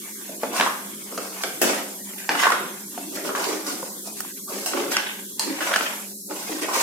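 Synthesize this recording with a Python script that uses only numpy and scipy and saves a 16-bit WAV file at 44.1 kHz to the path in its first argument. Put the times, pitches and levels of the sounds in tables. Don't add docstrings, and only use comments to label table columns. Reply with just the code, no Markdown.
import sys
import numpy as np
from scipy import signal
from scipy.fft import rfft, irfft, next_fast_len
from scipy.io import wavfile
from scipy.ndimage import uniform_filter1d, minimum_filter1d, map_coordinates

SR = 44100
rng = np.random.default_rng(int(sys.argv[2]) if len(sys.argv) > 2 else 0)


def wav_out(sig):
    wavfile.write(sys.argv[1], SR, np.round(np.clip(np.atleast_2d(sig).T, -1, 1) * 32767).astype(np.int16))


N = 300762

# start_s, swell_s, hold_s, scrape_db, bright_db, rasp_db
WALL_STROKES = [(0.42, 0.0078, 0.029, -33, -7, -44), (0.482, 0.084, 0.03, -23.5, -3.5, -28.5),
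                (1.07, 0.079, 0.24, -41.5, -2.5, -43), (1.41, 0.0065, 0.025, -48, 4, -35.5),
                (1.6, 0.019, 0.1, -27, 0.5, -29.5), (2.171, .015, 0.019, -49, 16.5, -42),
                (2.28, 0.017, 0.067, -26.5, -5, -38.5), (2.308, 0.091, 0.028, -26, 3.5, -27.5),
                (2.964, 0.021, 0.0029, -35, -10, -42), (3.078, 0.08, 0.0061, -39.5, 1.5, -35),
                (3.209, 0.052, 0.0053, -28.5, -3.5, -32.5), (3.3, 0.062, 0.16, -31.5, -2.5, -33.5),
                (3.641, 0.027, 0.043, -33, -2.5, -32), (3.733, 0.022, 0.12, -44.5, -3, -43),
                (4.02, 0.053, 0.0051, -37.5, -1.5, -37.5), (4.137, 0.039, 0.01, -46, 2, -38.5),
                (4.223, 0.011, 0.048, -52, 4.5, -59), (4.365, 0.012, 0.033, -51, 1, -55),
                (4.46, 0.032, 0.0093, -33.5, -57, -38), (4.497, 0.029, 0.31, -42, 1.5, -37.5),
                (4.622, 0.14, 0.018, -29.5, -3.5, -47), (4.888, 0.031, 0.0094, -40, 9, -26),
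                (4.907, 0.01, 0.11, -35, 8, -43), (5.383, 0.014, 0.1, -37.5, 3, -38),
                (5.446, 0.18, 0.2, -32, 1.5, -33), (5.578, 0.11, 0.041, -27, -8, -41),
                (5.897, 0.0043, 0.0081, -45.5, 8.5, -47), (6.27, 0.039, 0.013, -33.5, -9, -38),
                (6.315, 0.054, 0.19, -38.5, 0.5, -37.5), (6.595, 0.029, 0.011, -28, 2, -31.5),
                (6.64, 0.046, 0.043, -26.5, -15, -38), (6.681, 0.068, .1, -28, 0, -25.5)]
# pitch_hz, width_hz, level_db
WALL_LOW_MODES = [(610, 240, -3), (896, 216, 2), (1168, 126, 1.5), (1422, 156, 0.5)]
WALL_HIGH_MODES = [(1570, 200, 4.5), (2117, 714, 1.5), (2870, 800, 1), (3535, 770, -3.5)]
BASE_MODES = [(270, 15.5, 1), (312.3, 19.5, 2.5), (381.7, 18, -0.5), (448, 15.7, -1.5), (558.6, 28, -2.5)]
# freq_hz, level_db
METAL_SPECTRUM = [(700, -22), (2060, -14), (3500, -11), (4030, -5), (5190, -1), (7600, -3.5), (11900, -10),
                  (16000, -18.5)]


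def ladle_blows():
    # start_s, level_db, pitch_hz, thud_db, high_modes_db, clink_db, clink_tilt_db_per_octave, room_db
    hits = [(0.292, -32, 650, 4, -23, -6, -1, -2), (0.433, -7, 599, -5.5, -15, -18, 0, -9),
            (0.598, -9, 910, -8, 1.5, -7, -10, -18), (0.6092, -7.5, 1010, -10, 2, -15, -15, -7),
            (0.6251, -12.5, 1170, -21, -1, -38, 0, 1), (0.662, -9, 950, -30, -11, -22, 0, -10),
            (0.6695, -12, 1020, -30, -16, -22, 0, -15), (0.6753, -10.5, 1150, -36, -11, -16, 0, -7),
            (1.124, -28.5, 1190, 3.5, -10, -4, -2, -10), (1.1771, -17.5, 1300, -3, -10, -5.5, -13, -4),
            (1.4354, -18, 1300, -4, 5, 2.5, -8, -3.5), (1.616, -12.5, 654, -6.5, -0.5, 8.5, 5, 1),
            (2.135, -31.5, 1880, -16, 2, -9, -2, -11), (2.291, -13, 920, -6, 7, -1, -19, -5.5),
            (2.428, -7.5, 1080, -40.5, -18, -32, 0, 1), (2.435, -8, 1810, -37, -6, -24, 0, 0),
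            (2.439, -13.5, 1030, -21, 0, -24, -2, -2), (2.456, -4.5, 1060, -43, -8, -25, -2, -9.5),
            (2.469, 0, 1085, -42, -18, -28, 1.5, -9), (2.503, -8.5, 1040, -26.5, -7, -6, -4, -6),
            (2.52, -6.5, 1360, -14, -2, -13, -3, -5), (2.977, -17, 706, -14, -10, -30, 1, -10),
            (3.172, -23.5, 1770, -8, -8, -10.5, -7, 1), (3.292, -14.5, 1250, -13, -28, -30, 2, -1.5),
            (3.35, -13, 1110, -39, -1.5, -26, -2, -3.5), (3.387, -19, 930, -27, -19, -20, -5, 3),
            (3.441, -29.5, 905, -34, -24, 12.5, -11, -2), (3.828, -18.5, 970, -6, -27, -25, 0, -7),
            (4.074, -26.5, 675, -12, -25, 4, 9, -9), (4.2044, -22.5, 1390, -36, -4, 13.5, 10, -12),
            (4.249, -28.5, 1030, -31, -8, -21, -1, -38), (4.66, -24, 730, -18, 2, 11.5, -1, 1.5),
            (4.735, -15, 1270, -34, -4, -28, 1, -7), (4.919, -16.5, 1400, -13, -1, -6, 1, -17),
            (4.9672, -8, 1290, -51, 1.5, 2, -13, -11.5), (5.395, -22, 905, -31, -3, 16.5, -7, -2.5),
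            (5.607, -15, 1610, -28, -8, -17, 6, 3), (5.731, -13, 1470, -50, -6, -22, 0, -1),
            (5.738, -13.5, 1480, -42, 7, -18, -2.5, -8), (5.76, -5, 1400, -38, -5, -5.5, -8, -8),
            (5.809, -11.5, 1400, -38, -5, -18, -2, -6), (6.311, -22, 1340, -4, -17, -22, 2, -19),
            (6.632, -28.5, 630, -8, 8.5, -13, -4, 1), (6.69, -15.5, 1010, -16, -21, -15, 0, -1),
            (6.754, -17, 1050, -33, -25.5, -8, -6, -0.5)]
    clink_pivot_hz, jolt_rise_s = 6600, 0.0044
    direct, send = np.zeros((2, N + SR)), np.zeros(N + SR)
    t = np.arange(2048) / SR
    peak = lambda x: x / np.abs(x).max()
    for start_s, db, hz, thud_db, high_db, clink_db, tilt_db, room_db in hits:
        lag = round(5 * np.tanh(rng.standard_normal()))
        pan_db = 2 * np.tanh(rng.standard_normal())
        crack = rng.standard_normal(len(t)) * amp(-60 * t / 0.031) * (1 - np.exp(-t / 0.00051))
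        push = filtered(crack, lambda f: (1 + 1j * f / (1.08 * hz)) ** -2)
        snap = crack * amp(-60 * t / 0.037)
        cycles = 14 * (1000 / hz) ** 0.47
        envelope = amp(-60 * t * hz / cycles) * (1 - np.exp(-t * hz / 0.43))
        knock = peak(np.sin(2 * np.pi * hz * t) * envelope)
        wall = 0.34 * peak(filtered(push, modes(WALL_LOW_MODES, damping=2.0)))
        ring = amp(high_db) * peak(filtered(snap, modes(WALL_HIGH_MODES, damping=1.27)))
        thud = amp(thud_db) * peak(filtered(push, modes(BASE_MODES, damping=5.8)))
        tilt = lambda f: amp(tilt_db * np.log2(np.maximum(f / clink_pivot_hz, .7)))
        clink_tone = lambda f: amp(along(METAL_SPECTRUM, f)) * tilt(f) * (1 + 1j * f / clink_pivot_hz)
        clink = amp(clink_db) * peak(filtered(snap, clink_tone))
        blow = amp(db) * (knock + wall + thud + ring + clink)
        jolt = amp(db + clink_db - 18.5) * t / jolt_rise_s * np.exp(1 - t / jolt_rise_s)
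        close = amp(-3.5) * blow + jolt
        at = round(start_s * SR)
        direct[0, at + lag:][:len(t)] += close * amp(pan_db / 2)
        direct[1, at:][:len(t)] += close * amp(-pan_db / 2)
        send[at:][:len(t)] += blow * amp(room_db)
    return direct[:, :N], send[:N]


def wall_scrape():
    rustle_db = np.interp(np.arange(N) / SR, (2.45, 4.6), (-48.5, -56.5))
    low_rows = [(*timing, db) for *timing, db, _, _ in WALL_STROKES]
    high_rows = [(*timing, db + bright_db) for *timing, db, bright_db, _ in WALL_STROKES]
    low = swells(low_rows, t60_s=0.73, rest_db=rustle_db)
    high = swells(high_rows, t60_s=0.73, rest_db=rustle_db + 2)
    slips = grit(110, depth_db=3.3, patchy_db=3.6) * amp(1.44 * wobble(22))
    body = unit(filtered(slips, modes(WALL_LOW_MODES)))
    sheen = unit(filtered(slips, modes(WALL_HIGH_MODES)))
    squelch = amp(-7) * pops(count=1100, centre_hz=1134, cycles=16.7)
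    return low * (body + squelch) + high * sheen


def edge_rasp():
    rows = [(*timing, db) for *timing, _, _, db in WALL_STROKES]
    rasp = coloured(grit(120, depth_db=1.2, patchy_db=3.4), METAL_SPECTRUM)
    spits = amp(-16) * pops(count=900, centre_hz=7600, cycles=19)
    return swells(rows, t60_s=0.72, rest_db=-48) * (rasp + spits)


def food_rumble():
    # start_s, swell_s, hold_s, rumble_db, upper_modes_db
    drags = [(0.44, .012, 0.1, -35.5, -24), (1.058, 0.07, 0.082, -43.5, 4),
             (1.609, 0.0085, 0.06, -25.5, 3.5), (2.278, 0.037, 0.05, -32.5, -2),
             (2.95, 0.035, 0.14, -41, -28), (3.096, 0.027, 0.067, -45.5, 9), (3.199, 0.045, 0.11, -37.5, 7),
             (3.451, 0.015, 0.04, -35, 9), (3.52, .02, 0.048, -37.5, -4), (3.642, 0.034, 0.066, -36.5, -3),
             (4.453, 0.074, 0.07, -41.5, 6), (4.692, 0.048, 0.067, -27.5, 1.2),
             (5.382, 0.094, 0.04, -27, -9), (5.777, 0.029, 0.0074, -33.5, -0.5),
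             (6.267, 0.036, 0.029, -37.5, 2), (6.466, 0.032, 0.037, -29.5, -2.5),
             (6.579, 0.046, 0.0098, -27.5, 0), (6.702, 0.072, .1, -35, 6.5)]
    deep = swells([(*timing, db) for *timing, db, _ in drags], t60_s=0.85, rest_db=-57)
    upper = swells([(*timing, db + lift) for *timing, db, lift in drags], t60_s=0.85, rest_db=-57)
    lumps = filtered(grit(40, depth_db=1.2, patchy_db=1.2), lambda hz: (1 + 1j * hz / 700) ** -2)
    deep_ring = unit(filtered(lumps, modes(BASE_MODES[:2])))
    upper_ring = unit(filtered(lumps, modes(BASE_MODES[2:])))
    glugs = amp(-6.5) * pops(count=300, centre_hz=516, cycles=16.7)
    return deep * deep_ring + upper * (upper_ring + glugs)


def kitchen_reverb(send):
    # freq_hz, t60_s
    decay = [(150, 0.82), (400, 0.81), (1000, 0.53), (2800, 0.54), (7000, 0.43), (14000, 0.23)]
    room, step = np.zeros((2, N + 2 * SR)), SR // 4
    for at in range(0, N, step):
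        hz, t, noise = signal.stft(rng.standard_normal((2, SR * 3 // 4)), SR, nperseg=256)
        rise = 1 - np.exp(-t / 0.00074)
        fall = amp(-60 * t / along(decay, hz)[:, None])
        tail = signal.istft(noise * rise * fall, SR, nperseg=256)[1][:, :SR]
        wet = signal.fftconvolve(send[None, at:at + step], tail / np.linalg.norm(tail[0]), axes=1)
        room[:, at:at + wet.shape[1]] += wet
    return room[:, :N]


def sizzle():
    # freq_hz, level_db
    spectrum = [(1470, -39), (3250, -32), (3950, 5), (4650, 1), (6500, 11), (8300, 12.5), (10100, 10.5),
                (11200, 13), (13300, 10.5), (15500, 2.5), (16000, -18)]
    return coloured(grit(60, depth_db=.8, patchy_db=3.6), spectrum) * amp(.6 * wobble(4))


def kitchen_air():
    # freq_hz, level_db
    spectrum = [(25, -20), (90, -7.5), (190, 0.5), (300, -2), (400, 2), (550, -52), (1000, -18.5),
                (2500, -23.5), (3500, -13.5), (5000, -47)]
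    return coloured(grit(9.8, depth_db=2.8, patchy_db=3), spectrum)


def appliance_hum():
    # pitch_hz, half_width_hz, level_db
    harmonics = [(201.8, 14.2, -9), (393.5, 2.8, -14)]
    bands = lambda hz: sum(amp(db) / (1 + ((hz - pitch) / width) ** 4) for pitch, width, db in harmonics)
    return unit(filtered(rng.standard_normal(N), bands)) * amp([[-.6], [.6]])


def thin_whine(pitch_hz=3400, half_width_hz=20):
    band = lambda hz: 1 / (1 + ((hz - pitch_hz) / half_width_hz) ** 4)
    fade = swells([(1.5, -2, .55, -64.5)], t60_s=0.72, rest_db=-120)
    return fade * unit(filtered(rng.standard_normal((2, N)), band))


def swells(rows, t60_s, rest_db):
    full_stroke_s = 0.17
    t = np.arange(0, N / SR + .01, .001)
    start, swell, hold, db = np.transpose(rows)[:, :, None]
    fade_s = t60_s * np.clip((swell + hold) / full_stroke_s, .1, 1)
    rise = np.clip((t - start) / swell, 0, 1) ** 2.73
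    gain = rise * amp(db - 60 * np.maximum(t - start - swell - hold, 0) / fade_s)
    power = np.interp(np.arange(N) / SR, t, np.sum(gain ** 2, axis=0))
    return np.sqrt(power + amp(rest_db) ** 2)


def pops(count, centre_hz, cycles):
    when, pitch, size, side = rng.random((count, 4)).T[:, :, None]
    k = np.arange(1024)
    turns = centre_hz * 2 ** (2.2 * (pitch - .5)) * k / SR
    size_db = -3 * np.log(size + .04)
    chirp = np.sin(2 * np.pi * turns * (1 + 0.036 * np.minimum(turns, cycles)))
    pop = amp(size_db - 60 * turns / cycles) * chirp
    at = ((when * N).astype(int) + k).ravel()
    pair = [np.bincount(at, (pop * share).ravel(), N + len(k))[:N] for share in (side, 1 - side)]
    return unit(np.array(pair))


def grit(rate_hz, depth_db, patchy_db):
    cells = signal.stft(rng.standard_normal((2, N)), nperseg=1024)[2]
    patches = uniform_filter1d(rng.standard_normal(cells.shape), size=3, axis=1)
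    patches = uniform_filter1d(patches, size=4, axis=2)
    noise = signal.istft(cells * amp(patchy_db * unit(patches)), nperseg=1024)[1][:, :N]
    return noise * amp(depth_db * wobble(rate_hz))


def stereo_spread(pair):
    # freq_hz, correlation
    likeness = [(60, 0.24), (180, 0.87), (550, 0.72), (1650, -0.039), (4970, -0.084), (15000, 0.0059)]
    angle = lambda hz: np.arccos(np.clip(along(likeness, hz), -1, 1)) / 2
    mid, side = filtered(pair, lambda hz: np.array([np.cos(angle(hz)), np.sin(angle(hz))]))
    return np.array([mid + side, mid - side])


def modes(table, damping=1):
    return lambda f: sum(
        (-1) ** k * amp(db) * 1j * f * width * damping / (hz * hz - f * f + 1j * f * width * damping)
        for k, (hz, width, db) in enumerate(table))


def filtered(x, response):
    size = next_fast_len(x.shape[-1] + 8192)
    return irfft(rfft(x, size) * response(np.fft.rfftfreq(size, 1 / SR)), size)[..., :x.shape[-1]]


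def coloured(x, spectrum):
    return unit(filtered(x, lambda hz: amp(along(spectrum, hz))))


def wobble(rate_hz):
    return map_coordinates(rng.standard_normal(int(N * rate_hz / SR) + 4), [np.arange(N) * rate_hz / SR])


def along(points, hz):
    freqs, values = np.transpose(points)
    return np.interp(np.log(hz + 1), np.log(freqs + 1), values)


def amp(db):
    return 10 ** (np.asarray(db) / 20)


def unit(x):
    return x / np.sqrt(np.mean(x ** 2) + 1e-20)


def scene():
    blows, send = ladle_blows()
    stirring = amp(-3.5) * wall_scrape() + amp(-3) * edge_rasp() + amp(-2.5) * food_rumble()
    room = kitchen_reverb(send + amp(-7) * stirring[0])
    background = amp(-41.5) * sizzle() + amp(-44) * kitchen_air() + thin_whine()
    return blows + stereo_spread(stirring + room + background) + amp(-45.5) * appliance_hum()


def record(dry):
    # freq_hz, gain_db
    bass_cut = [(20, -36), (60, -26.5), (120, -15.5), (200, -2), (16000, 4.5)]
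    # freq_hz, balance_db
    balance = [(60, 0), (380, -0.5), (2380, -1), (15000, 0)]
    # freq_hz, level_db
    threshold = [(350, -110), (600, -66), (1500, -66.5), (3000, -67), (3700, -68), (7000, -110)]
    ceiling, cutoff_hz = .88, 15900
    x = filtered(dry, lambda hz: amp(along(bass_cut, hz) + along(balance, hz) * [[.5], [-.5]]))
    hz, _, cells = signal.stft(x, SR, nperseg=1024)
    power = np.mean(np.abs(cells) ** 2, axis=0)
    power = uniform_filter1d(uniform_filter1d(power, size=9, axis=0), size=3, axis=1)
    over = np.abs(power) / amp(along(threshold, hz))[:, None] ** 2
    cells *= amp(-35) + over ** 4 / (1 + over ** 4)
    x = signal.istft(cells, SR, nperseg=1024)[1][:, :N]
    safe_gain = np.minimum(1, ceiling / (np.abs(x).max(axis=0) + 1e-9))
    limiter = uniform_filter1d(minimum_filter1d(safe_gain, size=257), size=129)
    return filtered(x * limiter, lambda hz: hz < cutoff_hz)


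dry = scene()
out = record(dry)
wav_out(out)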